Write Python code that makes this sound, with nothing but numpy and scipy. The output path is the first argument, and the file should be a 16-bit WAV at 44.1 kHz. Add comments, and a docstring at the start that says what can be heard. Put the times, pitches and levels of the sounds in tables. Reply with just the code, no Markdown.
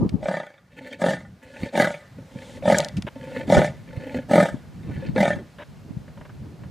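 """A big cat in a tree saws out seven grunts, with a rasping breath drawn in between each and the next.
Its voice is a source and a filter: slow slaps of the vocal folds excite the resonances of a long
throat, and turbulent breath hisses with them. Trunks and ground scatter a thin echo. Nearer by, wind
buffets the microphone ports, a shutter-like mechanism clicks a little to the left, and wood is
scraped and tapped. Behind it all the open bush hisses faintly."""
import sys
import numpy as np
from scipy import signal
from scipy.fft import rfft, irfft
from scipy.io import wavfile
from scipy.ndimage import uniform_filter1d

SR = 44100
rng = np.random.default_rng(int(sys.argv[2]) if len(sys.argv) > 2 else 0)


def master_out(mix):
    """Clip the mix to full scale and print it as 16-bit PCM to the path in sys.argv[1]."""
    frames = np.transpose(np.atleast_2d(mix))
    ceiling = np.clip(frames, -1, 1)
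    pcm = np.round(ceiling * 32767).astype(np.int16)
    wavfile.write(sys.argv[1], SR, pcm)


N = 295508

# Levels are relative within each table. Noise spectra (f/Hz, spectral level/dB):
BUSH_SPECTRUM = [(180, -26), (300, -10), (535, -5), (1350, -14), (1440, -12), (2560, -17.5), (3630, -21),
                 (4070, -20), (15500, -35.5)]
RUMBLE_SPECTRUM = [(25, -38), (50, -9), (90, -3), (140, 1), (220, -5.5), (350, -23.5), (600, -32.5),
                   (1200, -54)]
BUFFET_SPECTRUM = [(80, 1), (150, -13), (230, -3.5), (350, -5.5), (600, -18.5), (1300, -29)]
BREATH_SPECTRUM = [(2000, -9), (3500, 3), (4700, -6.5), (5600, -6), (6600, -5.5), (8500, -7.5),
                   (11000, -16), (15500, -46)]
# Level of the background hiss: dips after the loud opening, then recovers (t/s, level/dB):
BACKGROUND_LEVEL = [(0, -54.5), (.6, -64), (2.5, -53.5), (6.7, -55)]
# Slow envelope of the wind (t/s, level/dB):
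WIND_LEVEL = [(0, -35), (.24, -37), (.33, -70), (.6, -58.5), (1.14, -45.5), (1.31, -52), (1.9, -51.5),
              (2.05, -57.5), (2.21, -38), (2.3, -53.5), (2.7, -34.5), (3.17, -49.5), (3.55, -30.5),
              (3.75, -42.5), (4.7, -43.5), (5.02, -31), (5.42, -38.5), (5.5, -51.5), (5.95, -39.5),
              (6.15, -45.5), (6.7, -38)]
# How alike the rumble sounds left and right: briefly wide, centred until 2 s, then widening
# (t/s, likeness from 0 to 1):
RUMBLE_LIKENESS = [(.25, 0.4), (.35, 0.98), (2.0, 0.99), (6.7, 0.4)]
# Hardest eddies (centre t/s, level/dB, left minus right/dB, f/Hz):
WIND_THUMPS = [(.016, -16.5, 18, 240), (0.033, -9, -10, 200), (.043, -19, 2, 195), (.053, -9.5, -4, 222),
               (0.063, -11, 6, 196), (.144, -13.5, 16, 194), (0.155, -21.5, 25, 184),
               (1.637, -14.5, -2.5, 233), (2.362, -23, -2, 184), (2.987, -17.5, 6.5, 234),
               (3.05, -26.5, -6, 224), (3.583, -7, -5, 158), (3.979, -19, -3, 115), (4.545, -22, 18, 231),
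               (5.096, -24, 27, 170), (5.370, -28, 30, 178), (5.91, -29, -19, 174), (5.973, -27, 21, 159)]
# Impacts in the mechanism (t/s, level/dB, left minus right/dB, f/Hz, T60/s):
SHUTTER_CLICKS = [(0.0924, -18.5, -1, 2500, 0.023), (2.7847, -1, 5.5, 6040, 0.016),
                  (2.803, -7, 2, 4020, 0.012), (2.8374, -28, -12, 3660, 0.025),
                  (2.8466, -10, 3, 4030, 0.015), (2.8852, -16, 2.5, 3970, 0.015),
                  (2.9681, -19.5, 2, 2400, 0.062), (2.98, -33, 6, 3480, 0.045),
                  (3.023, -14, 1, 2240, 0.017)]
# Scrapes on wood (t/s, duration/s, level/dB, left minus right/dB):
WOOD_SCRAPES = [(3.066, 0.023, -37, 0.5), (5.583, 0.054, -40, 1)]
# Taps on wood (t/s, level/dB):
WOOD_TAPS = [(6.079, -36), (6.172, -37), (6.211, -31), (6.25, -34), (6.294, -37.5), (6.635, -36.5)]
# Modes of the wood, and of the throat breathing in and out (f/Hz, bandwidth/Hz, level/dB):
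WOOD_MODES = [(295, 170, -2.5), (598, 43, 7.5), (940, 174, 0.5), (1640, 390, -3), (2200, 290, -6),
              (3000, 540, -10.5), (3950, 150, -17)]
INHALE_FORMANTS = [(259, 17.3, 5), (522.6, 31.7, 4.5), (577, 53, -1), (902, 15.2, -4), (1462, 49, -16),
                   (1736, 41, -10), (2070, 240, -17.5), (2335, 72, -17), (2570, 100, -19.5),
                   (3160, 120, -21.5), (3600, 94, -23.5), (4380, 210, -26), (6770, 2400, -42)]
LOW_FORMANTS = [(511, 60, -9), (600, 45.4, 5), (820, 65, -6.5), (928, 19.6, -6)]
HIGH_FORMANTS = [(1252, 49, -2), (1479, 28.5, 1), (1660, 86, -3), (1812, 30.5, 4.5), (2010, 62, -0.5),
                 (2310, 132, -5.5), (2730, 18, -14.5), (3250, 87, -15), (3670, 220, -16), (4740, 56, -16),
                 (5760, 81, -31.5), (6470, 96, -25)]
# Chest resonance as a grunt starts (f/Hz, bandwidth/Hz):
CHEST_MODE = (201, 31)
# Breaths in (start t/s, full t/s, release t/s, throat level/dB, hiss re throat/dB, thin air level/dB):
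INHALATIONS = [(0.701, 0.907, 0.93, -38.5, -3, -61), (1.411, 1.615, 1.677, -40, -2.5, -55),
               (2.163, 2.447, 2.57, -42, -11, -53.5), (3.146, 3.34, 3.42, -36, -7.5, -57),
               (3.859, 4.13, 4.18, -33.5, -7, -61), (4.727, 4.94, 5.1, -53, 2.5, -67.5)]
# Loudest lone slaps of the folds, mostly on the breath in (t/s, level/dB):
LONE_SLAPS = [(0.808, -40), (0.913, -34), (1.561, -35), (1.659, -34), (1.74, -27), (2.184, -38),
              (2.35, -40), (2.416, -43), (2.624, -29), (3.157, -33.5), (3.225, -38), (3.272, -34.5),
              (3.318, -28.5), (3.363, -21), (3.404, -32), (3.478, -26), (3.929, -34.5), (4.145, -23.5),
              (4.186, -24), (4.296, -26), (5.023, -33), (5.161, -14.5)]
# Grunts (first slap t/s, period/s, growth of each period after the fourth/s, slap count, rise/s,
# hold/s, top level/dB, drop on release/dB, upper throat gain/dB, chest gain/dB, hiss re upper throat/dB):
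GRUNT_PULSE_TRAINS = [(.2285, .0278, .0016, 12, .065, .12, -21, 6, -16, -8, -6),
                      (1.0177, .0221, .0055, 9, .04, .07, -16.5, 15, -14, -4, -1),
                      (1.7535, .0226, .005, 8, .05, .02, -12, 9, -13, -3.5, -3),
                      (2.6545, .0224, .0025, 10, .05, .10, -13, 11, -16, -4.5, -1),
                      (3.500, .0227, .003, 8, .04, .11, -11, 14, -17, -2, -0.8),
                      (4.3115, .0225, .0027, 8, .05, .09, -10.5, 14, -17, -1.5, -0.8),
                      (5.1792, .0247, .001, 9, .03, .11, -15, 16, -14, -3, -3)]


def undb(db):
    """Amplitude ratio of a level in decibels."""
    return 10 ** (np.asarray(db) / 20)


def unit(x):
    """Normalisation to rms 1."""
    return x / np.sqrt(np.mean(x ** 2))


def curve(table):
    """Linear interpolation of a (t/s, value) table at every sample."""
    return np.interp(np.arange(N) / SR, *np.transpose(table))


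def wander(rate_hz, size=N):
    """Random modulation of rms 1: ramps between values drawn at rate_hz."""
    step = int(SR / rate_hz)
    held = np.repeat(rng.standard_normal(size // step + 1), step)
    return unit(uniform_filter1d(held, step)[:size])


def shaped_noise(spectrum):
    """Spectral shaping of white noise, normalised to rms 1."""
    hz, db = np.transpose(spectrum)
    f = np.arange(N // 2 + 1) * SR / N + 1
    gain = undb(np.interp(np.log(f), np.log(hz), db, -90, -90))
    return unit(irfft(rfft(rng.standard_normal(N)) * gain, N))


def resonate(x, modes, tuning=0.99, flicker_db=0.):
    """Superposition of modes of alternating sign; tuning scales their frequencies, flicker their drive."""
    out, clock = 0, np.cumsum(tuning * np.ones(len(x))) / SR
    for k, (hz, width, db) in enumerate(modes):
        phasor, pole = np.exp(2j * np.pi * hz * clock), np.exp(-np.pi * width / SR)
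        drive = x * undb(db + (flicker_db * wander(50, len(x)) if flicker_db else 0))
        amplitude = signal.lfilter([1 - pole], [1, -pole], drive * phasor.conj())
        out = out + (-1) ** k * 2 * np.real(phasor * amplitude)
    return out


def stereo(mid, side, likeness):
    """Partial coherence: left and right are the weighted sum and difference of two noises."""
    return np.sqrt((1 + likeness) / 2) * mid + np.sqrt((1 - likeness) / 2) * np.array([side, -side])


def add(out, x, start, db, pan_db):
    """Superposition of a short sound, placed by the level difference between left and right."""
    i = int(start * SR)
    x = x[..., :N - i]
    out[:, i:i + x.shape[-1]] += x * undb(db + np.array([[pan_db], [-pan_db]]) / 2)


def bush():
    """Ambient noise: the open bush gives a faint broadband hiss, much alike left and right."""
    hiss = stereo(shaped_noise(BUSH_SPECTRUM), shaped_noise(BUSH_SPECTRUM), likeness=0.84)
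    return hiss * undb(curve(BACKGROUND_LEVEL))


def wind():
    """Turbulent pressure: eddies buffet the ports, brighter in gusts; the hardest land as thumps."""
    t = np.arange(N) / SR
    swells = [undb(db - 14.5) * np.exp(-np.abs(t - centre) / 0.019) for centre, db, _, _ in WIND_THUMPS]
    gust = undb(curve(WIND_LEVEL)) + np.max(swells, axis=0)

    def eddies(spectrum):
        mid, side = (unit(shaped_noise(spectrum) * undb(3.76 * wander(25))) for _ in range(2))
        return stereo(mid, side, curve(RUMBLE_LIKENESS))

    out = undb(2) * gust * eddies(RUMBLE_SPECTRUM) + undb(11) * gust ** 1.495 * eddies(BUFFET_SPECTRUM)
    lag = np.arange(-int(0.013 * SR), int(0.013 * SR)) / SR
    for centre, db, pan_db, hz in WIND_THUMPS:
        thump = np.sin(2 * np.pi * hz * lag + 0.96) * np.exp(-(lag * hz / 0.58) ** 2)  # a cycle or two
        add(out, thump, centre + lag[0], db, pan_db)
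    return out


def shutter():
    """Impact noise: small hard parts click, each a decaying burst through one broad resonance."""
    out, t = np.zeros((2, N)), np.arange(int(.07 * SR)) / SR
    for start, db, pan_db, hz, t60 in SHUTTER_CLICKS:
        burst = rng.standard_normal((2, len(t))) * np.exp(-np.log(1000) * t / t60)
        click = signal.lfilter(*signal.iirpeak(hz, Q=1.6, fs=SR), burst)
        click = signal.lfilter(*signal.butter(3, 10500, fs=SR), click)
        add(out, stereo(*click, likeness=.85), start, db - 5, pan_db)
    return out


def wood():
    """Forced vibration: friction and light blows excite the same damped modes of a wooden body."""
    out, t = np.zeros((2, N)), np.arange(int(.07 * SR)) / SR
    for start, duration, db, pan_db in WOOD_SCRAPES:
        gate = np.clip(np.minimum(t, duration - t) / 0.0022, 0, 1)
        mid, side = (unit(resonate(gate * rng.standard_normal(len(t)), WOOD_MODES)) for _ in range(2))
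        add(out, stereo(mid, side, likeness=0.98), start, db, pan_db)
    for start, db in WOOD_TAPS:
        blow = uniform_filter1d(rng.standard_normal(len(t)) * np.exp(-t / 0.0091), size=8)
        tap = resonate(blow, WOOD_MODES)
        add(out, tap / np.abs(tap).max(), start, db, pan_db=0)
    return out


def echoes(direct, t60_s=0.27, level_db=-15):
    """Scattering: trunks and ground return a diffuse tail that decays exponentially."""
    t = np.arange(int(.4 * SR)) / SR
    response = rng.standard_normal(len(t)) * np.exp(-np.log(1000) * t / t60_s) * (t > .005)
    return undb(level_db) * signal.fftconvolve(direct, response / np.linalg.norm(response))[:N]


def fold_slaps(times, gains, roughness, decay_s, size=N):
    """Glottal source: each slap is a pulse and a turbulent rush; also returns the rush's envelope."""
    pulses = np.zeros(size)
    np.add.at(pulses, (times * SR).astype(int), gains)
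    rush = signal.lfilter([1], [1, -np.exp(-1 / (decay_s * SR))], pulses)
    return uniform_filter1d(pulses, size=4) + roughness * rush * rng.standard_normal(size), rush


def inhalations(flutter_hz=26.75, weak_slaps_per_s=16, ticks_per_s=70):
    """Flow-induced flutter: air drawn past loose wet folds rattles, ticks and slaps in the throat."""
    t, throat, bright, thin = np.arange(N) / SR, 0, 0, 0
    for start, full, release, throat_db, hiss_db, thin_db in INHALATIONS:
        flow_db = 80 * np.minimum(t - full, 0) - 412 * np.maximum(t - release, 0)
        flow = undb(flow_db) * np.clip((t - start) / 0.019, 0, 1)
        throat += undb(throat_db) * flow
        bright += undb(throat_db + hiss_db) * flow
        thin += undb(thin_db) * flow
    loud_times, loud_db = np.transpose(LONE_SLAPS)
    weak = np.flatnonzero(rng.random(N) < weak_slaps_per_s / SR)
    times, gains = np.r_[loud_times, weak / SR], np.r_[undb(loud_db), throat[weak]]
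    source, rush = fold_slaps(times, gains, roughness=0.091, decay_s=0.0075)
    soft_slaps = signal.lfilter(*signal.butter(1, 1200, fs=SR), source)
    flutter_phase = np.cumsum(flutter_hz * (1 + 0.33 * wander(14))) / SR % 1
    rattle = undb(2.5 * wander(45) + 4.5 * uniform_filter1d(1 - 2 * flutter_phase, size=150))
    snore = throat * rattle * unit(resonate(rng.standard_normal(N), INHALE_FORMANTS[:4]))
    ticks = uniform_filter1d((rng.random(N) < ticks_per_s / SR) * rng.standard_normal(N), size=7)
    wet_air = rng.standard_normal(N) + .4 * unit(ticks)
    hiss = unit(resonate(wet_air, INHALE_FORMANTS[4:], 1 + .012 * wander(12), flicker_db=3.5))
    rasps = undb(42.5) * resonate(soft_slaps, INHALE_FORMANTS, flicker_db=3.5)
    return rasps + snore + (bright * rattle + undb(-36) * rush) * hiss + thin * shaped_noise(BREATH_SPECTRUM)


def grunt_level(past_top, hold, drop_db, rise_db_per_s=175, sag_db_per_s=88.5, trail_db_per_s=120):
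    """Exponential growth and decay, in dB re the top: the voice rises, sags, drops and trails off."""
    held_db = np.minimum(rise_db_per_s * past_top, -sag_db_per_s * np.minimum(past_top, hold))
    released = np.maximum(past_top - hold, 0)
    return held_db - drop_db * (1 - np.exp(-released / 0.049)) - trail_db_per_s * released


def grunts(lead_s=.034, brighten_db_per_s=46.5):
    """Source and filter: slaps slow as the breath runs out; the throat lengthens and its formants sink."""
    tube_modes = [(hz, 260, 0) for hz in np.arange(2900, 14000, 620)]  # higher modes of the throat
    breath = unit(resonate(shaped_noise(BREATH_SPECTRUM), tube_modes, 1 + .02 * wander(15), flicker_db=3))
    highpass = signal.butter(3, 120, "high", fs=SR, output="sos")
    out, t = np.zeros(N), np.arange(SR // 2) / SR
    brighten = undb(brighten_db_per_s * t)
    for (start, period, growth, count, rise, hold,
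         top_db, drop_db, upper_db, chest_db, hiss_db) in GRUNT_PULSE_TRAINS:
        onset = int((start - lead_s) * SR)  # air flows before the first slap
        span = slice(onset, onset + len(t))
        voice = undb(top_db + grunt_level(t - lead_s - rise, hold, drop_db))
        flow = voice * np.minimum(t / .015, 1)
        periods = period + growth * np.maximum(np.arange(count - 1) - 3, 0)
        times = lead_s + np.cumsum(np.r_[0, periods])
        gains = voice[((times + .008) * SR).astype(int)]
        source, rush = fold_slaps(times, gains, roughness=0.059, decay_s=0.0094, size=len(t))
        source += undb(-36) * flow * rng.standard_normal(len(t))
        chest = undb(53.5 + chest_db) * resonate(source, [(*CHEST_MODE, 0)], tuning=1 - t)
        lower = undb(46.5) * resonate(source, LOW_FORMANTS, tuning=1 - 0.074 * t)
        upper = undb(43) * resonate(source, HIGH_FORMANTS, tuning=1.005 - .08 * t, flicker_db=4)
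        # the hiss builds slowly and swells a little at every slap
        swell = np.minimum(0.36 + t / 0.096, 1) * (0.5 * flow + 0.11 * uniform_filter1d(rush, size=300))
        hiss = swell * breath[span] * undb(hiss_db + 2.64 * wander(86.4, len(t)))
        out[span] += signal.sosfilt(highpass, chest + lower)
        out[span] += undb(upper_db) * (brighten * upper + brighten ** 0.19 * hiss)
    return out


def scene():
    """Superposition: the cat straight ahead, its echoes, the background and the sounds close by."""
    cat = grunts() + inhalations()
    return cat + echoes(cat) + bush() + wind() + shutter() + wood()


def record(dry):
    """Soft saturation rounds the loudest peaks; a low-pass filter limits the bandwidth."""
    lowpass = signal.ellip(8, .2, 70, 15500, fs=SR, output="sos")
    return signal.sosfilt(lowpass, np.tanh(0.57 * dry) / 0.64)


dry = scene()
out = record(dry)
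master_out(out)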